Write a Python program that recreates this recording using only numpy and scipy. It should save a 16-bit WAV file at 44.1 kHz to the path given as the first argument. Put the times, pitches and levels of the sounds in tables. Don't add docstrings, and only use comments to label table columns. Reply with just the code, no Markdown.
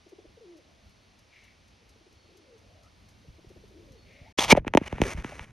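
import sys
import numpy as np
from scipy import signal
from scipy.fft import rfft, irfft, next_fast_len
from scipy.io import wavfile
from scipy.ndimage import map_coordinates

SR = 44100
rng = np.random.default_rng(int(sys.argv[2]) if len(sys.argv) > 2 else 0)


def wav_out(sig):
    wavfile.write(sys.argv[1], SR, np.round(np.clip(np.atleast_2d(sig).T, -1, 1) * 32767).astype(np.int16))


N = 243417
T = np.arange(N) / SR


def amp(db):
    return 10 ** (np.asarray(db) / 20)


def unit(x):
    return x / np.sqrt(np.mean(x ** 2) + 1e-20)


def gain(points, hz):
    f, db = np.transpose(points)
    return amp(np.interp(np.log(hz + 1), np.log(f), db))


def curves(rows):
    s, *columns = np.transpose(rows)
    return [np.interp(T, s, column) for column in columns]


def during(rows):
    inside = np.minimum(T - rows[0][0], rows[-1][0] - T)
    return np.clip(inside / 0.0037, 0, 1)


def swells(rows):
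    return sum(amp(db) * np.exp(-((T - s) / half) ** 2) for s, half, db in rows)


def wobble(rate):
    knots = rng.standard_normal(int(N * rate / SR) + 4)
    return map_coordinates(knots, [T * rate])


def filtered(x, response):
    m = next_fast_len(N + SR // 2)
    return irfft(rfft(x, m) * response(np.fft.rfftfreq(m, 1 / SR)), m)[..., :N]


def noise(tone):
    return unit(filtered(rng.standard_normal(N), lambda hz: gain(tone, hz)))


def cycles(hz):
    return 2 * np.pi * np.cumsum(hz) / SR


def narrow(phase, width_hz):
    return wobble(width_hz) * np.sin(phase) + wobble(width_hz) * np.cos(phase)


def husky(hz, husk, husk_hz):
    phase = cycles(hz * (1 + .015 * wobble(40)))
    return np.sin(phase) + husk * narrow(phase, husk_hz)


# (time [s], level before trim [dB], pitch it sags towards [Hz])
CLUCK_NOTES = [(.062, -49.5, 308), (.12, -46, 341), (.183, -45.5, 330), (.243, -50.5, 291),
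               (.368, -51.5, 430), (1.82, -59.5, 400), (1.955, -61, 400), (2.005, -55.5, 301),
               (2.062, -55, 334), (2.122, -57, 311), (2.185, -67, 448), (2.245, -60, 306),
               (2.285, -58.5, 318), (3.245, -54.5, 410), (3.38, -52.5, 303), (3.438, -50.5, 332),
               (3.5, -49, 341), (3.56, -50, 316), (3.633, -53, 383), (3.708, -51, 328)]


def clucks(length_s=0.021, fall=0.565, fall_s=0.0053, octave_db=-3.0, rough=0.57, trim_db=-1.2):
    out, t = np.zeros(N), np.arange(int(length_s * SR)) / SR
    swell = np.abs(np.sin(np.pi * t / length_s)) ** 0.62
    shake = 1 + rough * wobble(350)
    for s, db, hz in CLUCK_NOTES:
        phase = cycles(hz * (1 + fall * np.exp(-t / fall_s)))
        octave = amp(octave_db + rng.normal(0, 1.2)) * np.sin(2 * phase)
        out[round(s * SR):][:len(t)] += amp(db) * swell * (np.sin(phase) + octave)
    return amp(trim_db) * out * shake


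# (time [s], pitch [Hz], level before the crop [dB])
COO_GLIDES = [
    [(.408, 480, -53.5), (.44, 436, -53.5), (.46, 349.6, -52.5), (.53, 350, -49), (.556, 310, -52.5),
     (.585, 304, -58), (.615, 199, -69)],
    [(2.28, 355, -66), (2.32, 380, -61.5), (2.41, 335, -62), (2.46, 275, -64.5), (2.545, 224, -58),
     (2.59, 208, -67)],
    [(3.735, 315, -56), (3.78, 320, -53), (3.82, 342, -56.5), (3.89, 274, -61.5), (3.95, 250, -59.5),
     (3.972, 208, -59.5), (4, 154, -63.5)],
]
COO_ROUGHNESS = [(0.22, 0.034), (1, 0.46), (0.92, 0.37)]
OCTAVE_BELOW_HZ, OCTAVE_STEEPNESS = 281, 8.1


def coos(flutter_hz=260, jitter=0.00755):
    out = np.zeros(N)
    for rows, roughness in zip(COO_GLIDES, COO_ROUGHNESS):
        hz, db = curves(rows)
        rough = np.clip(np.interp(T, [rows[0][0], rows[-1][0]], roughness), 0, 1)
        octave = (OCTAVE_BELOW_HZ / hz) ** OCTAVE_STEEPNESS
        phase = cycles(hz * (1 + jitter * wobble(60)))
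        level = during(rows) * amp(db)
        for k, share in enumerate([1, octave], 1):
            clean = np.sqrt(2 * (1 - rough ** 2)) * np.sin(k * phase)
            gravel = rough * narrow(k * phase, flutter_hz)
            out += level * share / np.hypot(1, octave) * (clean + gravel)
    return out


# (time [s], pitch [Hz], level before trim [dB])
MOAN_GLIDES = [
    [(.64, 607, -72), (.7, 661, -66.5), (.8, 638, -72), (.9, 644, -78.5)],
    [(2.61, 540, -65), (2.66, 571, -63.5), (2.74, 650, -66), (2.82, 685, -67), (2.89, 690, -75)],
    [(4.02, 458, -73), (4.1, 539, -62), (4.16, 549, -63.5), (4.24, 600, -62.5), (4.28, 778, -59.5),
     (4.31, 870, -69)],
]


def moans(trim_db=-6.5):
    out = np.zeros(N)
    for rows in MOAN_GLIDES:
        hz, db = curves(rows)
        out += during(rows) * amp(db + trim_db) * husky(hz, husk=1.6, husk_hz=300)
    return out


# (frequency [Hz], level [dB])
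CROP_TONE = [(150, -23.5), (300, -2), (580, 1.5), (750, -19.5), (1100, -19)]


def pigeon_voice():
    return filtered(clucks() + coos(), lambda hz: gain(CROP_TONE, hz)) + moans()


def yard(x, t60=0.97):
    t = np.arange(SR) / SR
    tail = rng.standard_normal((2, len(t))) * amp(-60 * t / t60) * (t > .015)
    tail = tail / np.linalg.norm(tail[0])
    return signal.fftconvolve(x[None], tail, axes=1)[:, :N]


# (time [s], level before boost and attack [dB])
CLAW_STEPS = [(.0882, -64), (.5666, -64), (.8914, -67), (1.1842, -66), (1.4366, -61), (1.6771, -67),
              (1.8876, -63), (2.1241, -68), (2.3685, -61), (2.578, -66), (2.8315, -62.5), (3.0849, -58),
              (3.4874, -61), (3.675, -66), (3.919, -60.5)]
# (frequency [Hz], level [dB])
CLAW_COLOUR = [(600, -30), (1500, -10), (4000, -1), (6500, 4), (11000, 2), (16000, -11)]


def claws(t60=.09, attack_s=0.0026, boost_db=5):
    level = np.zeros(N)
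    for s, db in CLAW_STEPS:
        t = np.maximum(T - s, 0)
        level += amp(db + boost_db - 60 * t / t60) * (1 - np.exp(-t / attack_s))
    return level * unit(noise(CLAW_COLOUR) * amp(3.4 * wobble(300)))


# (middle [s], half length [s], level [dB])
RASP_SWELLS = [(1.365, 0.053, -59), (1.48, 0.055, -61), (4.14, 0.076, -60.5), (4.26, 0.062, -63)]
# (frequency [Hz], level [dB])
RASP_COLOUR = [(1200, -31), (1800, -11), (2200, -0.5), (2600, -8.5), (3200, -15.5), (6000, -23),
               (12000, -33)]


def rasps(grain_db=1.5):
    return swells(RASP_SWELLS) * unit(noise(RASP_COLOUR) * amp(grain_db * wobble(90)))


# (time [s], knock level [dB], knock pitch [Hz], click level [dB]),
# levels before the body's colour
FINGER_KNOCKS = [(4.3865, -6.5, 585, -10.5), (4.5214, -1.5, 395, -0.5), (4.5262, 6, 600, -9),
                 (4.5506, -8.5, 698, -46), (4.5748, -7.5, 530, -46), (4.6478, -25.5, 804, -60),
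                 (4.6675, -16, 345, -50), (4.679, -13, 1570, -21.5), (4.7377, -6, 1186, -23),
                 (4.75, 1.5, 460, -16.5), (4.7731, 4, 770, -5.5), (4.7764, -5.5, 560, -9.5),
                 (4.8136, -17.5, 282, -56), (4.9267, -15.5, 620, -28), (4.9827, -21, 1000, -50),
                 (5.0168, -3, 520, -8), (5.0372, -19, 1808, -22), (5.2455, -16, 1380, -36),
                 (5.3942, -19.5, 1780, -36)]
# (time [s], thump level before the body's colour [dB],
# thump pitch [Hz])
GRIP_PUSHES = [(.265, -44, 60), (3.28, -32.5, 72.5), (3.4645, -36.5, 74), (3.561, -40, 73.6),
               (3.904, -39, 116), (4.2108, -35, 107), (4.388, -33, 80), (4.5255, -7.5, 149),
               (4.58, -18.5, 60.3), (4.671, -21, 90), (4.746, -22, 90), (4.9273, -18.5, 85),
               (5.001, -15, 221), (5.0166, -11.5, 80), (5.144, -20.5, 74), (5.1781, -18, 73.6),
               (5.2461, -21, 330), (5.4028, -28, 65)]


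def knocks(click_hz=2500):
    size, lead = 2 ** 14, 2 ** 11
    f = np.fft.rfftfreq(size, 1 / SR)
    out = np.zeros(N + 2 * size)
    thumps = [(*push, -np.inf) for push in GRIP_PUSHES]
    for s, db, hz, click_db in list(FINGER_KNOCKS) + thumps:
        u, w = f / hz, f / click_hz
        knock = amp(db) / hz * u / np.sqrt(1 + u ** 2) / (1 + u ** 4) ** (3 / 4)
        click = amp(click_db) / click_hz * w ** 2 / (1 + w ** 4)
        out[round(s * SR):][:size] += np.roll(irfft(knock + click) * SR / 2, lead)
    return out[lead:][:N]


# (frequency [Hz], level [dB])
BODY_COLOUR = [(30, -4), (70, 0), (110, 0), (300, 0.5), (600, 0), (950, 1), (1300, -5), (1650, 0),
               (2200, 4.5), (3200, 2), (4600, -10), (6500, 2.5), (12000, 5), (16000, -10.5)]


def body_blows(lag_cycles=1.2, rattle_db=-13, rattle_t60=0.031):
    def body(hz):
        return gain(BODY_COLOUR, hz) * np.exp(-2j * np.pi * lag_cycles * np.log(hz + 25))
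    blows = filtered(knocks(), body)
    t = np.arange(SR // 20) / SR
    rattle = rng.standard_normal(len(t)) * amp(-60 * t / rattle_t60)
    rattle = rattle / np.linalg.norm(rattle)
    return blows + amp(rattle_db) * signal.fftconvolve(blows, rattle)[:N]


# (time [s], length [s], first level [dB], last level [dB],
# treble relative to the stroke [dB])
SKIN_STROKES = [(4.388, .058, -25, -28.5, .5), (4.451, .025, -33, -39, -3),
                (4.486, 0.015, -30.5, -20.5, -5), (4.5092, .011, -13, -10, -1.5),
                (4.541, 0.053, -51, -48.5, -19.5), (4.572, 0.0057, -29.5, -31, -13),
                (4.673, 0.0055, -37.5, -37.5, -18), (4.789, 0.056, -57, -43.5, -11.5),
                (4.862, 0.015, -42, -37, -5.5), (4.9, 0.11, -49.5, -47, -11.5),
                (5.021, .111, -39.5, -36.5, -2), (5.137, .025, -49, -52.5, -6),
                (5.178, 0.047, -41, -49.5, -7.5), (5.244, .2, -46.5, -48, -5.5),
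                (5.449, 0.06, -58.5, -60.5, -5)]
SEAL_TIME = 4.535
GRAB_S, RELEASE_S = 0.0073, .006
REST_DB = -71


def strokes():
    power, treble = (amp(REST_DB) * (T > SEAL_TIME)) ** 2, np.zeros(N)
    for s, length, first_db, last_db, bright_db in SKIN_STROKES:
        outside = np.maximum(s - T, 0) / GRAB_S + np.maximum(T - s - length, 0) / RELEASE_S
        level = amp(np.interp(T, [s, s + length], [first_db, last_db]))
        stroke = level * np.exp(-np.minimum(outside, 10) ** 2)
        power = power + stroke ** 2
        treble = treble + (stroke * amp(bright_db)) ** 2
    return np.sqrt(power), np.sqrt(treble)


# (frequency [Hz], level [dB])
OPEN_PORT_COLOUR = [(100, -20.5), (350, -5.5), (900, 5.5), (1300, -3), (1650, -9), (2100, -0.5), (3300, -1),
                    (4300, -5.5), (6500, -5), (9000, -7.5), (13000, -18), (16000, -26)]
# (frequency [Hz], level [dB])
SEALED_PORT_COLOUR = [(100, -3.5), (450, 0), (800, -1.5), (1150, -1.5), (1550, -2), (2200, 1), (3200, -8.5),
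                      (4700, -11), (6500, -6.5), (10000, -8.5), (13000, -22), (16000, -30)]


def rubbing(level, treble, grain_db=2, slip_db=1, split_hz=3600, catch_rate=900, catch_db=-3):
    catches = (rng.random(N) < catch_rate / SR) * rng.standard_normal(N)
    friction = rng.standard_normal(N) + amp(catch_db) * unit(catches)
    bare = unit(filtered(friction, lambda hz: gain(OPEN_PORT_COLOUR, hz)))
    sealed = unit(filtered(friction, lambda hz: gain(SEALED_PORT_COLOUR, hz)))
    unevenness = amp(grain_db * wobble(900) + slip_db * wobble(150))
    grains = unit(np.where(T < SEAL_TIME, bare, sealed) * unevenness)
    dull = filtered(grains, lambda hz: 1 / (1 + (hz / split_hz) ** 12))
    return level * dull + treble * (grains - dull)


# (frequency [Hz], level [dB])
GRIP_COLOUR = [(15, -37), (40, -6), (70, 2), (115, 1.5), (170, -6.5), (260, -11.5), (600, -26),
               (2000, -57.5)]
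SHUDDER_DB, SHUDDER_RISE_S, SHUDDER_T60 = -15.5, 0.011, 0.21
DRAG_DB, HOLD_DB = -7.5, -56.5


def grip(rub, most_drag_db=-43, body_hz=85):
    power = (amp(HOLD_DB) * (T > SEAL_TIME)) ** 2
    power += np.minimum(amp(DRAG_DB) * rub, amp(most_drag_db)) ** 2
    for s, db, hz in GRIP_PUSHES:
        t = np.clip(T - s, 0, 1)
        decay = amp(db + SHUDDER_DB - 60 * t / SHUDDER_T60)
        depth = min(body_hz / hz, 1) ** 2
        power += (decay * depth * (1 - np.exp(-t / SHUDDER_RISE_S))) ** 2
    return np.sqrt(power) * noise(GRIP_COLOUR)


# (frequency [Hz], side over mid [dB])
HAND_SPREAD = [(60, -22), (200, -12), (700, -13), (1150, -13), (1600, -4), (2200, -11), (4400, -23.5),
               (6200, -8), (8000, 7.5), (12000, -4.5)]


def hand():
    rub, treble = strokes()
    mid = body_blows() + rubbing(rub, treble) + grip(rub)
    side = filtered(mid, lambda hz: 1j * gain(HAND_SPREAD, hz))
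    return np.array([mid + side, mid - side])


# (time [s], length [s], first pitch
# [Hz], # last pitch [Hz], level before trim [dB])
SQUEAK_GLIDES = [(2.82, .085, 1190, 1390, -66.5), (4.389, 0.0084, 3450, 3280, -18),
                 (4.504, 0.029, 2332, 2260, -11.5), (4.572, .014, 700, 600, -20.5),
                 (4.872, 0.014, 2930, 2910, -40), (5.02, .08, 580, 292, -35.5),
                 (5.318, 0.023, 720, 636, -44)]


def squeaks(trim_db=-6):
    out = np.zeros(N)
    for s, length, first_hz, last_hz, db in SQUEAK_GLIDES:
        u = np.clip((T - s) / length, 0, 1)
        hz = first_hz + (last_hz - first_hz) * u
        out += amp(db + trim_db) * np.sin(np.pi * u) * husky(hz, husk=1.9, husk_hz=265.4)
    return out


# (middle [s], half length [s], level [dB])
WHISTLE_SWELLS = [(.98, .16, -77), (2.28, .18, -75.5), (4.02, 0.077, -71)]


def whistles(pitch_hz=4370, width_hz=90):
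    return swells(WHISTLE_SWELLS) * narrow(2 * np.pi * pitch_hz * T, width_hz)


# (time [s], level before trim [dB])
RUMBLE_LEVEL = [(0.0, -67.5), (1.93, -65.5), (2.56, -66.5), (3.16, -57.5), (3.38, -60.5), (4.0, -58.5),
                (4.3, -59)]
# (frequency [Hz], level [dB])
RUMBLE_COLOUR = [(20, -25), (35, -9), (55, 0.5), (95, 2), (140, -10), (200, -6.5), (300, -16.5), (700, -36)]
# (frequency [Hz], level [dB])
HISS_COLOUR = [(60, 0.5), (250, 7.5), (650, 5), (1000, 2), (1600, -1.5), (2300, 2.5), (3200, 1), (4500, 0),
               (6500, -5), (8000, -8), (10500, -7.5), (13000, -30), (16000, -22)]
# (frequency [Hz], side over mid [dB])
AIR_SPREAD = [(60, -13), (200, -9.5), (400, -4.5), (700, -0.5), (1300, -1), (2400, -5), (4400, -33.5),
              (6500, -5.5), (8000, 11), (15000, -27)]
# (time [s], level [dB])
PALM_COVER = [(4.53, -0.5), (4.6, -26), (4.75, -11.5), (4.85, -4), (5.52, -12)]


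def background(rumble_trim_db=1.5, hiss_db=-64.0):
    low = amp(curves(RUMBLE_LEVEL)[0] + rumble_trim_db + 2.1 * wobble(15))
    high = amp(hiss_db)
    mid, side = [low * noise(RUMBLE_COLOUR) + high * noise(HISS_COLOUR) for _ in range(2)]
    side = filtered(side, lambda hz: gain(AIR_SPREAD, hz))
    return amp(curves(PALM_COVER)[0]) * np.array([mid + side, mid - side])


def scene(wet_db=-10.0, left_db=1.2):
    voice = pigeon_voice()
    bird = (voice + claws() + rasps()) * amp([[left_db], [-left_db]])
    answer = amp(wet_db) * yard(voice)
    return bird + answer + whistles() + background() + squeaks() + hand()


# (frequency [Hz], level [dB])
MIC_COLOUR = [(6500, 0.5), (7100, -11.5), (12000, -7), (13500, -9.5), (14300, -32), (16000, -35)]
# (start [s], end [s])
SILENT_MOMENT = (4.326, 4.374)
TOP_HZ = 16200


def record(dry):
    x = filtered(dry, lambda hz: gain(MIC_COLOUR, hz))
    outside = np.maximum(SILENT_MOMENT[0] - T, T - SILENT_MOMENT[1])
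    x = x * np.clip(outside / .002, 0, 1)
    x = x / (1 + np.abs(x / .93) ** 8) ** (1 / 8)
    return filtered(x, lambda hz: hz < TOP_HZ)


dry = scene()
out = record(dry)
wav_out(out)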